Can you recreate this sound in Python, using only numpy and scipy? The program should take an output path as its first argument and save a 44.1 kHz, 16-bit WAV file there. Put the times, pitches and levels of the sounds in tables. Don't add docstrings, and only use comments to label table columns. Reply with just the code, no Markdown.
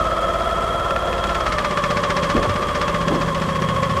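import sys
import numpy as np
from scipy import signal
from scipy.fft import rfft, irfft
from scipy.io import wavfile
from scipy.ndimage import uniform_filter1d, map_coordinates

SR = 44100
rng = np.random.default_rng(int(sys.argv[2]) if len(sys.argv) > 2 else 0)


def wav_out(sig):
    wavfile.write(sys.argv[1], SR, np.round(np.clip(np.atleast_2d(sig).T, -1, 1) * 32767).astype(np.int16))


N = 176400

BELT_TEETH, PINION_TEETH = 37, 11
# (time [s], rate [strokes/s])
STROKE_RATE = [(0.0, 17.019), (0.25, 17.511), (0.7, 17.851), (1.3, 18.104), (1.7, 15.511), (2.25, 15.093),
               (2.65, 15.753), (3.1, 14.865), (3.55, 14.512), (4.0, 14.546)]
# (time [s], level [dB])
VALVE_LEVEL = [(0, -38), (.8, -42.5), (1.15, -38.5), (1.3, -32), (1.42, -32.5), (1.5, -27), (1.85, -29),
               (2.2, -26), (2.42, -30), (2.52, -32.5), (2.72, -30.5), (2.82, -30.5), (2.98, -33),
               (3.1, -31.5), (3.45, -32.5), (3.65, -32.5), (4, -33)]


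def belt(turn):
    # (time [s], mesh tone level [dB], octave level [dB])
    mesh_levels = [(0, -20, -18), (.4, -19.5, -22.5), (.85, -26, -23), (1.15, -28, -26.5),
                   (1.45, -25.5, -22), (1.7, -25.5, -23), (2.25, -25, -22), (2.7, -27.5, -22.5),
                   (3.2, -26.5, -23.5), (3.6, -32, -22.5), (4, -24, -19.5)]
    # (frequency [Hz], bandwidth [Hz], gain [dB])
    frame_modes = [(482, 42, -4), (526.3, 61, -0.5), (586, 27, -3.5), (699, 78, -3), (1087, 47, -1),
                   (1177.4, 35, -2), (1272, 22, -1.5), (1334, 64, -4.5)]
    light_ripple, loaded_ripple, jitter = .03, .048, .003
    fastest_turn, slap_db = .17, -25
    speed = curve(STROKE_RATE)
    load = (speed.max() - speed) / np.ptp(speed)
    ripple = light_ripple + load * (loaded_ripple - light_ripple)
    sway = ripple * np.sin(2 * np.pi * (turn - fastest_turn)) / (2 * np.pi)
    flutter = np.cumsum(jitter * walk(27.2) * speed) / SR
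    tooth = BELT_TEETH * (turn + sway + flutter)
    runout = 1 + .2 * np.cos(2 * np.pi * tooth / PINION_TEETH)
    tooth_slap = unit(resonate(noise(), hz=860, width=250))
    drive = undb(slap_db + curve(mesh_levels, column=2)) * tooth_slap
    for k, depth_db, peak_turn in [(1, 4.8, .2), (2, 1.2, .08)]:
        wear = .22 * np.sqrt(k) * unit(sum(harmonic(turn, order) for order in range(3, 8)))
        roughness = .085 * (walk(160) + 1j * walk(160))
        tone = np.real(np.exp(2j * np.pi * k * tooth) * (runout + wear + roughness))
        drive += unit(tone) * swing(turn, depth_db, peak_turn) * undb(curve(mesh_levels, column=k))
    frame = sum(undb(db) * resonate(drive, hz, width) for hz, width, db in frame_modes)
    overtones = np.cos(2 * np.pi * 5 * tooth) + np.cos(2 * np.pi * 6 * tooth) / 2
    return frame + undb(-34.5) * resonate(overtones, hz=3280, width=110)


def chamber(turn):
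    # (time [s], relative level [dB])
    knock_level = [(0, -39.5), (1.5, -41), (1.7, -28), (2.25, -28), (2.55, -31.5), (2.8, -29), (3.05, -26),
                   (3.5, -24), (4, -26)]
    # (frequency [Hz], relative level [dB], T60 [s])
    chamber_modes = [(111.6, -9, 0.1), (166.4, 0.5, 0.21), (189.6, -0.5, 0.13), (218.5, -7.5, 0.11),
                     (311, -4, 0.031), (474, -4.5, 0.079)]
    ring = modes(chamber_modes)
    onset = 1 - np.exp(-np.arange(len(ring)) / SR / .002)
    pushes = strokes(turn, at=.85, scatter_db=1.5)
    returns = undb(-11) * strokes(turn, at=.3, scatter_db=1.5)
    knocks = signal.fftconvolve(pushes + returns, ring * onset)[:N]
    return unit(knocks) * undb(curve(knock_level) + .5)


def valve_rasp(turn):
    # (frequency [Hz], relative level [dB])
    rasp_spectrum = [(300, -9), (800, 4), (1200, 3.5), (1700, 5.5), (2600, -2), (3700, -7.5), (5300, -9.5),
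                     (8000, -21.5), (11000, -33), (15000, -55)]
    rise_s, fall_s, lead_s = .0043, .019, .0032
    t = np.arange(-SR // 10, SR // 10) / SR + lead_s
    shape = np.exp(np.where(t < 0, t / rise_s, -t / fall_s))
    spurts = signal.fftconvolve(strokes(turn, at=0, scatter_db=1.4), shape, "same")
    grit = noise() * undb(2.3 * walk(690))
    return colour(grit * spurts, rasp_spectrum) * undb(curve(VALVE_LEVEL))


def valve_clacks(turn):
    # (time [s], crack level [dB], ring level [dB])
    closures = [(.908, -36, -15), (.963, -33, -15), (1.129, -33, -15.5), (1.24, -19, -20),
                (1.271, -25, -28), (1.294, -29, -22), (1.352, -21.5, -20), (1.465, -26, -17),
                (1.523, -24, -19), (1.585, -23, -15.5), (1.649, -24, -18), (1.774, -28, -12.5),
                (1.839, -22, -13), (1.909, -25, -21), (2.039, -26, -19), (2.105, -19.5, -17),
                (2.167, -24, -28), (2.366, -27, -16), (2.428, -21, -17.5), (2.815, -22, -15.5),
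                (2.882, -24, -20), (3.083, -19, -18), (3.219, -27, -26), (3.347, -21.5, -32),
                (3.621, -23, -20), (3.688, -21, -23), (3.832, -23, -27)]
    # (frequency [Hz], relative level [dB])
    crack_spectrum = [(200, -12), (900, -1), (1500, 1), (2700, -2.5), (4000, -7), (6000, -9), (9000, -15),
                      (15000, -28)]
    # (frequency [Hz], relative level [dB], T60 [s])
    housing_modes = [(1160, -9, .025), (1345, -0.5, 0.028), (1730, -2.5, 0.02), (2480, -5, 0.016)]
    slap_decay_s, tick_decay_s, rattles_per_s, cutoff_hz = .003, .0028, 58, 6200
    t = np.arange(N) / SR
    slaps, blows = np.zeros(N), np.zeros(N)
    for start, crack_db, ring_db in closures:
        slaps += undb(crack_db) * (t >= start) * np.exp(-np.abs(t - start) / slap_decay_s)
        blows[int(start * SR)] = undb(ring_db)
    ticks = strokes(turn, at=0, scatter_db=1) * undb(curve(VALVE_LEVEL) - 7)
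    rattle = (rng.random(N) < rattles_per_s / SR) * undb(-34.5 + 1.5 * noise())
    taps = signal.lfilter([1], [1, -np.exp(-1 / (tick_decay_s * SR))], ticks + rattle)
    bursts = (slaps + taps) * colour(noise(), crack_spectrum)
    cracks = signal.lfilter(*signal.butter(2, cutoff_hz, fs=SR), bursts)
    return cracks + signal.fftconvolve(blows, modes(housing_modes))[:N]


def motor(turn):
    # (frequency [Hz], relative level [dB])
    whir_spectrum = [(30, -1), (100, 9), (150, 2), (210, 2), (290, 0), (385, 3.5), (650, -6), (880, -4),
                     (1200, 3.5), (1600, -11.5), (2200, -13), (3000, -13.5), (4000, -18.5), (5500, -22),
                     (7600, -23), (10500, -29.5), (15000, -39)]
    # (frequency [Hz], nominal bandwidth [Hz], level [dB])
    casing_modes = [(549, 47, -33.5), (1073.5, 62, -31.5), (1695, 250, -38.5), (2030, 45, -48.5),
                    (3274, 66, -41)]
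    whir_db, periodic_share = -28, .29
    one_turn = rng.standard_normal(SR // 16)
    periodic = unit(map_coordinates(one_turn, [turn % 1 * len(one_turn)], mode="wrap"))
    rub = np.sqrt(periodic_share) * periodic + np.sqrt(1 - periodic_share) * noise()
    whir = colour(rub * undb(1.66 * walk(170)), whir_spectrum) * undb(whir_db)
    rings = sum(undb(db) * unit(noise_band(hz, 2.3 * width)) for hz, width, db in casing_modes)
    return whir * swing(turn, depth_db=-.5, at=.44) + rings * swing(turn, depth_db=.39, at=.14)


def mount(turn):
    # (time [s], relative level [dB])
    shake_level = [(0, -30.5), (.6, -31.5), (1, -32.5), (1.3, -28.5), (1.55, -31.5), (1.75, -40),
                   (2.3, -35), (2.6, -35), (3, -34), (4, -43)]
    # (order [multiple of the stroke rate], relative level [dB])
    crank_orders = [(1, -1), (2, -1), (3, 8.5), (4, 3), (11, -3.5), (18, -2.5), (20, -3)]
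    crank = sum(undb(db) * harmonic(turn, order) for order, db in crank_orders)
    rotor = undb(-15) * np.cos(2 * np.pi * turn * BELT_TEETH / PINION_TEETH)
    return unit(crank + rotor) * undb(curve(shake_level) + 1)


def slack_belt(turn):
    # (time [s], level [dB])
    flap_level = [(0, -33.5), (.6, -30.5), (1.1, -27), (1.4, -31), (1.7, -44.5), (4, -45)]
    growl = unit(noise_band(hz=582, width=230))
    return growl * swing(turn, depth_db=.88, at=.27) * undb(curve(flap_level))


def hose(turn):
    # (time [s], level [dB])
    hum_level = [(0, -51), (1.7, -41.5), (2.9, -43), (3.3, -35), (3.65, -28.5), (4, -28)]
    # (order [multiple of the stroke rate], relative level [dB])
    hum_orders = [(6, -6), (8, -2), (10, -3), (16, -9.5)]
    hum = sum(undb(db) * np.cos(2 * np.pi * (order * turn + rng.random()) + .52 * walk(8))
              for order, db in hum_orders)
    return unit(hum) * undb(curve(hum_level))


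def plumbing():
    # (time [s], level [dB], centre [Hz], bandwidth per stage [Hz], rise [s], decay [s])
    thuds = [(2.344, -10.5, 250, 260, .001, .014), (2.358, -15.5, 340, 330, .006, .04),
             (2.365, -14.5, 45, 40, .008, .03), (2.452, -16, 398, 447, .001, .011),
             (2.468, -9.5, 97, 25, .04, .034), (3.09, -9.5, 290, 220, .03, .046),
             (3.108, -20, 480, 740, .006, .04)]
    out = np.zeros(N)
    for start, db, hz, width, rise, decay in thuds:
        age = np.maximum(np.arange(N) / SR - start, 0)
        body = noise_band(hz, width)
        body /= np.sqrt(uniform_filter1d(body ** 2, size=SR // 40) + 1e-12)
        out += undb(db) * body * (1 - np.exp(-age / rise)) * np.exp(-age / decay)
    return out


def compartment(x):
    t60_s, first_echo_s, wet = .065, .002, undb(-11)
    t = np.arange(SR // 3) / SR
    response = rng.standard_normal(len(t)) * np.exp(-np.log(1000) * t / t60_s) * (t > first_echo_s)
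    echoes = signal.fftconvolve(x, response / np.linalg.norm(response))[:N]
    return (x + wet * echoes) / np.hypot(1, wet)


def undb(db):
    return 10 ** (np.asarray(db) / 20)


def unit(x):
    return x / np.sqrt(np.mean(x ** 2))


def curve(rows, column=1):
    rows = np.array(rows)
    return np.interp(np.arange(N) / SR, rows[:, 0], rows[:, column])


def noise():
    return rng.standard_normal(N)


def colour(x, points):
    hz, db = np.array(points).T
    f = np.maximum(np.fft.rfftfreq(N, 1 / SR), 1)
    gain = undb(np.interp(np.log(f), np.log(hz), db))
    return unit(irfft(rfft(x) * gain, N))


def resonate(x, hz, width):
    return signal.lfilter(*signal.iirpeak(hz, hz / width, fs=SR), x)


def noise_band(hz, width):
    return resonate(resonate(noise(), hz, width), hz, width)


def modes(rows):
    t = np.arange(SR // 2) / SR
    return sum(undb(db) * np.exp(-np.log(1000) * t / t60) * np.sin(2 * np.pi * hz * t)
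               for hz, db, t60 in rows)


def walk(hz):
    f = np.fft.rfftfreq(N, 1 / SR)
    return unit(irfft(rfft(noise()) / (1 + (f / hz) ** 4), N))


def harmonic(turn, order):
    return np.cos(2 * np.pi * (order * turn + rng.random()))


def swing(turn, depth_db, at):
    return unit(undb(depth_db * np.cos(2 * np.pi * (turn - at))))


def strokes(turn, at, scatter_db):
    crossings = np.flatnonzero(np.diff(np.floor(turn - at)) > 0)
    out = np.zeros(N)
    out[crossings] = undb(scatter_db * noise()[:len(crossings)])
    return out


def scene():
    turn = np.cumsum(curve(STROKE_RATE)) / SR - .005
    clatter = compartment(valve_rasp(turn) + valve_clacks(turn) + motor(turn))
    pump = belt(turn) + slack_belt(turn) + clatter + mount(turn) + chamber(turn)
    return (pump + hose(turn) + plumbing())[None]


def record(dry):
    low_hz, top_hz = 25.8, 15250
    thinned = signal.sosfilt(signal.butter(2, low_hz, "high", fs=SR, output="sos"), dry)
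    return signal.sosfilt(signal.ellip(10, .2, 80, top_hz, fs=SR, output="sos"), thinned)


dry = scene()
out = record(dry)
wav_out(out)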